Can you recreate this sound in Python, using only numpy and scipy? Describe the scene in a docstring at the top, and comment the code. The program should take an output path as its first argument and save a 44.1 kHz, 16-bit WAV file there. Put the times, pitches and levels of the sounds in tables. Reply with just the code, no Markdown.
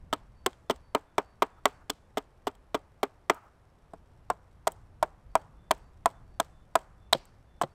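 """A small hatchet points a green pole in a quiet forest, about three chops a second; a far bird repeats two notes.
Each blow rings the damped modes of the pole; the edge bites, fibres tear as rough noise, chips patter on leaves.
After a pause the pole is held another way and rings with other modes; the bird sings again towards the end.
Throughout, the trees answer with a diffuse noise tail, litter crackles and the air is a soft wash over a rumble."""
import sys
import numpy as np
from scipy import signal
from scipy.fft import rfft, irfft
from scipy.io import wavfile

SR = 44100
rng = np.random.default_rng(int(sys.argv[2]) if len(sys.argv) > 2 else 0)


def output_pcm(signal):
    """Save a mono or channel-first signal as 16-bit PCM at the path in sys.argv[1].

    Samples are clipped to [-1, 1] before scaling.
    """
    pcm = np.clip(np.atleast_2d(signal).T, -1, 1) * 32767
    wavfile.write(sys.argv[1], SR, np.round(pcm).astype(np.int16))


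N = 341334

# chops: t/s, knock level/dB, pitch factor of the pole, cut to pole's end/m, splitting fibres level/dB,
# delay until they give/s
CHOPS = [(0.1281, -18.7, 1.02, 0.24, -26.5, 0.0076), (0.4614, -20.5, 0.86, 0.35, -14.5, 0.0029),
         (0.6981, -16.5, 0.96, 0.11, -26.5, .011), (0.9487, -14.5, 0.99, 0.081, -29, 0.0022),
         (1.1811, -14, 0.96, 0.19, -30.5, 0.0036), (1.4214, -13, 0.98, .22, -27.5, 0.0064),
         (1.6553, -14, 0.94, 0.24, -15.5, 0.0018), (1.8973, -28.5, 1, 0.14, -18.5, 0.005),
         (2.172, -19, 0.98, 0.37, -31, 0.0093), (2.4698, -20.5, .93, 0.32, -34, 0.008),
         (2.745, -17, 0.99, 0.36, -33.5, 0.007), (3.0305, -17, 0.93, 0.044, -28.5, 0.0054),
         (3.298, -12.5, .97, 0.21, -25, 0.0038), (3.9347, -35.5, 1.08, 0.44, -62.5, 0.0016),
         (4.301, -14.5, 1.164, 0.46, -34.5, 0.0022), (4.671, -15, 1.04, 0.089, -22, 0.0063),
         (5.0271, -11.5, .994, 0.21, -30, 0.00273), (5.3533, -11.5, 1.046, 0.23, -25.5, 0.0016),
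         (5.7091, -12.5, 1.024, 0.091, -16.5, 0.0044), (6.058, -12.5, 1.104, 0.25, -21, 0.0018),
         (6.399, -16, 1.076, 0.43, -19.5, 0.003), (6.7543, -11, 1.066, 0.45, -19, 0.0026),
         (7.1275, -16.5, 1.066, 0.074, -13.5, .0037), (7.614, -15.5, 1.134, 0.45, -29.5, 0.0077)]
# colour of tearing fibres: f/Hz, relative level/dB
FIBRE_COLOUR = [(200, -19.5), (700, 0), (1400, 1), (2100, 4.5), (2600, -8), (3200, 5.5), (4500, -1),
                (7000, -4.5), (8300, -3.5), (10000, -17), (12500, -10), (15000, -13.5), (16500, -25.5)]
NEW_HOLD_S = 3.6  # the pole is held another way from here on


def gain_of(db):
    """Decibels to gain."""
    return 10 ** (np.asarray(db) / 20)


def evened(x):
    """Scales to rms 1."""
    return x / np.sqrt(np.mean(x ** 2) + 1e-20)


def read(points, hz):
    """Reads a spectrum on a log-frequency axis."""
    f, value = np.transpose(points)
    return np.interp(np.log(hz + 1), np.log(f + 1), value)


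def add(mix, s, sound):
    """Mixes a sound in at time s, cut off at the end of the mix."""
    part = mix[max(round(s * SR), 0):][:len(sound)]
    part += sound[:len(part)]


def seconds(size):
    """Time axis of so many samples."""
    return np.arange(size) / SR


def coloured(x, points):
    """Filters a sound by a spectrum, with zero phase."""
    hz = np.fft.rfftfreq(len(x), 1 / SR)
    return irfft(rfft(x) * gain_of(read(points, hz)), len(x))


def click(points, size=1024):
    """Minimum-phase click of energy 1 with the given spectrum."""
    hz = abs(np.fft.fftfreq(size, 1 / SR))
    log_gain = np.log(gain_of(read(points, hz)))
    spectrum = np.exp(np.conj(signal.hilbert(log_gain)))
    h = np.fft.ifft(spectrum).real[:size // 2]
    return h / np.linalg.norm(h)


def dulled(x, hz):
    """Gentle one-pole low-pass."""
    r = np.exp(-2 * np.pi * hz / SR)
    return signal.lfilter([1 - r], [1, -r], x)


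def decaying_sine(hz, t60, t, pitch=1):
    """A mode that falls 60 dB in t60 seconds."""
    return np.exp(-np.log(1000) * t / t60) * np.sin(2 * np.pi * hz * pitch * t)


def knock(s, db, bass_db_per_octave, treble_db_per_octave, pitch, place_m, pivot_hz=650):
    """The pole rings; place and hardness of the blow tilt its bending modes, which alternate in sign."""
    # modes in each hold: f before the pitch factor/Hz, relative level/dB, longest t60/s
    first_modes = [(222.4, -8, 0.029), (289, -10.5, 0.11), (347.5, -13.5, 0.035), (437, -4, 0.084),
                   (597.7, 1, 0.017), (870, 0, 0.038), (956, -3.5, 0.063), (1238, 2, 0.12),
                   (1600, -10.5, 0.1), (1767, 1, 0.0037), (2160, -5.5, 0.022), (2408, -7.5, 0.023)]
    second_modes = [(163, -24, .09), (273, -24, 0.072), (410, -11, 0.11), (413, -6, 0.013), (616, 1, 0.037),
                    (780, -6.5, 0.07), (887, -1, 0.044), (928.5, 9, 0.012), (1221, -7.5, 0.032),
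                    (1352, -13, 0.038), (1520, -14, 0.045), (1593, -13, 0.016), (2010, -21.5, 0.016),
                    (2277, -18, .04)]
    place_db = 2  # modes that swing widely at the cut are louder, those with a node there softer
    bending_m2_per_s = 275  # squared wavelength of a bending mode times its frequency
    hz, mode_db, t60 = np.transpose(first_modes if s < NEW_HOLD_S else second_modes)[:, :, None]
    t60 = np.minimum(t60, .028 + 10 / hz)  # wet wood damps the higher modes quickly
    t = seconds(size=8192)
    octaves = np.log2(hz / pivot_hz)
    wavelength_m = np.sqrt(bending_m2_per_s / hz)
    swing = np.cos(2 * 2 * np.pi * place_m / wavelength_m)
    tilt_db = (bass_db_per_octave * np.maximum(-octaves, 0)
               + treble_db_per_octave * np.maximum(octaves, 0))
    level_db = db + mode_db + place_db * swing + tilt_db
    modes = gain_of(level_db) * decaying_sine(hz, t60, t, pitch)
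    return modes[::2].sum(0) - modes[1::2].sum(0)


def tear(envelope, bright_db_per_octave, peak_hz, peak_db=6, peak_octaves=0.29, head_db=-11, split_hz=5000):
    """Tearing fibres are rough noise under an envelope, coloured around one peak; the steel head rings."""
    # steel head, damped by the wood: f/Hz, relative level/dB, t60/s
    head_modes = [(3184, -21.5, 0.026), (3410, -25, 0.014), (7970, -28, 0.024)]
    size, t = len(envelope), seconds(size=2048)
    rough = rng.standard_normal(size) * gain_of(2 * rng.exponential(1, size)) * envelope
    rough *= np.linalg.norm(envelope) / np.linalg.norm(rough)
    voice = sum(gain_of(db + head_db) * decaying_sine(f, t60, t) for f, db, t60 in head_modes)
    hz = np.geomspace(100, 20000, num=80)
    peak = peak_db * np.exp(-(np.log2(hz / peak_hz) / peak_octaves) ** 2)
    tilt = bright_db_per_octave * np.clip(np.log2(hz / split_hz), -.4, 1)
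    add(voice, 0, click(np.c_[hz, read(FIBRE_COLOUR, hz) + peak + tilt]))
    return signal.fftconvolve(rough, voice)


def shudder(s, db, first_db=-15, second_db=-18, first_s=0.0095, second_s=0.0075, rise_s=0.0013):
    """Bark, fibres and the log below rub as the pole recoils: a short dull rasp between the modes."""
    t = seconds(size=4096)
    trim_db, decay_s = (first_db, first_s) if s < NEW_HOLD_S else (second_db, second_s)
    colour = [(100, -18.5), (230, -4.5), (650, 0.0), (1200, -0.5), (1800, -14.5), (2400, -17.0),
              (4000, -33.5), (9000, -51)]
    rasp = evened(coloured(rng.standard_normal(len(t)), colour))
    envelope = (1 - np.exp(-t / rise_s)) ** 2 * np.exp(1 - t / decay_s)
    return gain_of(db + trim_db) * rasp * envelope


def chops(jolt_hz=3500, bite_s=.0026, split_trim_db=-2.5):
    """The edge bites, the head wedges with a second, duller jolt, and a chip splits off."""
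    # first and second hold: share of the second jolt, bite level re force/dB, brightness/dB per octave,
    # chip resonance f/Hz, steel head level/dB
    holds = [(0.77, -6, 1, 3100, -8.5), (0.24, -12, 1.5, 8450, -16.5)]
    jolt_delay_s = 0.002929  # from the edge landing to the head wedging
    usual_knock_db, bass_per_db = -19, .5  # a softer knock is boomier: dB per octave for each dB
    bright_force_db, treble_per_db = -12.5, 0.4949  # a weaker chop is duller: dB per octave for each dB
    # a loud, early split is over sooner; its length halves for each split_halves_db
    usual_split_s, usual_split_db, usual_delay_s, split_halves_db = 0.0022, -27, 0.0064, 16
    out, t = np.zeros(N), seconds(size=2048)
    for s, db, pitch, place_m, split_db, delay in CHOPS:
        jolt, bite_db, bright_db_per_octave, chip_hz, head_db = holds[int(s > NEW_HOLD_S)]
        force_db = (db + split_db) / 2
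        bass = bass_per_db * (usual_knock_db - db)
        treble = treble_per_db * (force_db - bright_force_db)
        ring = knock(s, db, bass, treble, pitch, place_m)
        add(out, s, ring)
        add(out, s + jolt_delay_s, jolt * dulled(ring, jolt_hz))
        add(out, s, shudder(s, db))
        delay_factor = np.sqrt(max(delay, 1e-4) / usual_delay_s)
        split_s = usual_split_s * delay_factor * 2 ** ((usual_split_db - split_db) / split_halves_db)
        bite = gain_of(force_db + bite_db) * np.exp(-t / bite_s)
        split = gain_of(split_db + split_trim_db) * np.exp(-abs(t - delay) / split_s)
        add(out, s, tear(bite + split, bright_db_per_octave, chip_hz, head_db=head_db))
    return out


def extra_cracks(peak_db=18, peak_octaves=.45):
    """Some blows carry an extra short, rough crack, coloured around one pitch."""
    # t/s, level/dB, decay/s, f/Hz
    cracks = [(.464, -26.5, 0.001, 3320), (1.658, -22.5, 0.00091, 3440), (3.2977, -18, 0.0034, 1687),
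              (4.674, -31.5, .002, 3554), (5.354, -30, 0.0028, 2200), (6.4, -26.5, 0.0015, 3220),
              (7.132, -6, 0.00055, 3920)]
    out, t = np.zeros(N), seconds(size=2048)
    for s, db, decay_s, hz in cracks:
        envelope = gain_of(db) * np.exp(-t / max(decay_s, 1e-4))
        add(out, s, tear(envelope, 0, hz, peak_db=peak_db, peak_octaves=peak_octaves))
    return out


def bumps(pitch=.87, place_m=0.42, crunch_db=-14, crunch_s=0.0042, crunch_bright_db=-12, crunch_hz=8000):
    """The pole knocks on the log under it and bark crunches."""
    # t/s, level/dB, bass tilt/dB per octave, treble tilt/dB per octave
    hits = [(0.7088, -27.5, 5, -9.5), (7.1481, -22.5, 7, -10.5), (7.6347, -23.5, 8.5, 0.5)]
    out, t = np.zeros(N), seconds(size=2048)
    for s, db, bass, treble in hits:
        add(out, s, knock(s, db, bass, treble, pitch, place_m))
        crunch = gain_of(db + crunch_db) * np.exp(-t / crunch_s)
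        add(out, s, tear(crunch, crunch_bright_db, crunch_hz))
    return out


def chips(patter_db=-49, flight_s=0.03, per_s=900, bright_db_per_octave=1, leaf_hz=8000, tick_s=0.0023):
    """Crumbs of wood land on dry leaves after each chop, louder after a forceful one; larger chips tick alone."""
    # larger chips landing: t/s, level/dB, brightness/dB per octave
    ticks = [(0.531, -50, -12), (0.761, -53.5, 2), (2.552, -57.5, 3), (3.345, -49.5, 16),
             (4.7193, -43.5, 29), (5.78, -63.5, 27), (7.254, -54, 16)]
    out, t = np.zeros(N), seconds(size=8192)
    for s, db, _, _, split_db, _ in CHOPS:
        landing = rng.random(len(t)) < per_s / SR
        crumbs = evened(dulled(landing * rng.exponential(1, len(t)), 300))
        shower = crumbs * (t / flight_s) ** 2 * np.exp(2 - 2 * t / flight_s)
        level = gain_of((db + split_db) / 2 + patter_db)
        add(out, s, tear(level * shower, bright_db_per_octave, leaf_hz))
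    for s, db, tick_bright in ticks:
        add(out, s, tear(gain_of(db) * np.exp(-t / tick_s), tick_bright, leaf_hz))
    return out


def forest(x, near_db=2, near_t60=0.066, build_s=0.0017):
    """Countless trunks scatter each band back as a diffuse tail: the near ones quickly, the far ones slowly."""
    # answer of the trees: f/Hz, relative level/dB
    tree_level = [(100, -40), (300, -30.5), (600, -24), (1200, -31), (2500, -30), (5000, -31), (9000, -35),
                  (16000, -46.5)]
    # decay of the far trees: f/Hz, t60/s
    tree_t60 = [(200, 0.24), (600, 0.24), (1300, 0.88), (3500, 0.28), (8000, 0.79), (16000, .25)]
    frames = dict(nperseg=256, noverlap=192)
    hz, t, z = signal.stft(x, SR, **frames)
    # sound leaves in all directions, so its colour evens out
    blur = np.exp(-((hz[:, None] - hz) / (.3 * hz + 100)) ** 2)
    power = blur / blur.sum(0) @ abs(z) ** 2
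    t = t[t < 2]
    arrival = (1 - np.exp(-t / build_s)) ** 2
    far = arrival * np.exp(-2 * np.log(1000) * t / read(tree_t60, hz)[:, None])
    near = arrival * np.exp(-2 * np.log(1000) * t / near_t60)
    tail = far / far.sum(1, keepdims=True) + gain_of(near_db) ** 2 * near / near.sum()
    echo_power = abs(signal.fftconvolve(power, tail, axes=1)[:, :z.shape[1]])
    echo = np.sqrt(echo_power) * gain_of(read(tree_level, hz))[:, None]
    scatter = signal.stft(rng.standard_normal(N), SR, **frames)[2]
    return signal.istft(echo * scatter / scatter.std(), SR, **frames)[1][:N]


def bird(note_s=0.24, high_hz=4550, low_hz=3510, low_after_s=.27, blur_hz=25, direct=2):
    """Level whistles, high and low in turn; many paths through the trees blur each one a little."""
    # start t/s, end t/s, period of the note pairs/s, high note level/dB, low note level/dB
    songs = [(.31, 2, .43, -81, -86), (5.25, 7.7, .475, -85, -82)]
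    out, t = np.zeros(N), seconds(size=int(note_s * SR))
    fade = signal.windows.tukey(len(t), .8)
    for start, end, period, high_db, low_db in songs:
        for s in np.arange(start, end, period):
            for at, hz, db in (s, high_hz, high_db), (s + low_after_s, low_hz, low_db):
                noise = rng.standard_normal((2, len(t)))
                a, b = evened(dulled(dulled(noise, blur_hz), blur_hz))
                paths = direct + a + 1j * b
                note = evened((paths * np.exp(2j * np.pi * hz * t)).real)
                add(out, at, gain_of(db) * fade * note)
    return out


def litter(per_s=120, crackle_db=-86, spread_db=3.5):
    """Needles and leaves crackle under the man's weight; now and then boots and knees scuff the moss."""
    # t/s, length/s, level before the fade/dB
    scuffs = [(1.563, 0.045, -60), (1.799, 0.041, -61), (3.305, .11, -50.5), (3.391, 0.12, -59)]
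    scuff_colour = [(200, -17), (800, 2.0), (1300, 8), (2200, -23.5), (8000, -32.0), (16000, -33.5)]
    snap_gain = gain_of(spread_db * np.minimum(rng.exponential(1, N), 3))
    snaps = (rng.random(N) < per_s / SR) * snap_gain
    grain = rng.standard_normal(256) * np.exp(-seconds(size=256) / 0.00087)
    crackle = coloured(signal.fftconvolve(snaps, grain)[:N], FIBRE_COLOUR)
    out = gain_of(crackle_db) * evened(crackle)
    for s, length_s, db in scuffs:
        size = int(length_s * SR)
        rub = coloured(rng.standard_normal(size), scuff_colour)
        add(out, s, gain_of(db) * evened(rub) * np.hanning(size))
    return out


def air(air_db=-65, swell_db=-1.45):
    """A soft wash of still forest air, over a lumpy rumble that swells and sinks."""
    # wash: f/Hz, relative level/dB
    wash_colour = [(100, -8), (200, -12.5), (400, -13), (800, -14.5), (1200, -19), (2400, -29.5),
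                   (3500, -34.5), (7000, -41), (11500, -42), (16000, -63)]
    # rumble of the air and of the man's shifting weight: t/s, level before the swell/dB
    rumble_level = [(0, -52), (1.2, -62), (2.6, -59.5), (3.3, -69), (3.9, -57.5), (5.2, -56), (6.5, -54.5),
                    (7.74, -59.5)]
    rumble_colour = [(8, -14), (25, -2.5), (50, -2.0), (100, -6.5), (170, -14.0), (300, -28.5),
                     (900, -61.0), (4000, -86.5)]
    t = seconds(size=N)
    swell_hz = np.geomspace(.4, 9, 20)
    swell = evened(sum(np.sin(2 * np.pi * (f * t + rng.random())) / np.sqrt(f) for f in swell_hz))
    wash = gain_of(air_db) * evened(coloured(rng.standard_normal(N), wash_colour))
    rumble = evened(coloured(rng.standard_normal(N), rumble_colour))
    rumble_db = np.interp(t, *np.transpose(rumble_level)) + swell_db * swell
    return wash + rumble * gain_of(rumble_db)


def scene():
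    """The chopping and its echo in the quiet wood."""
    work = chops() + extra_cracks() + bumps() + chips()
    return (work + forest(work) + bird() + litter() + air())[None]


def record(dry, edge_hz=16200):
    """Band limit: a linear-phase low-pass."""
    low_pass = signal.firwin(255, edge_hz, window=("kaiser", 9), fs=SR)
    return signal.oaconvolve(dry, low_pass[None], "same")


dry = scene()
out = record(dry)
output_pcm(out)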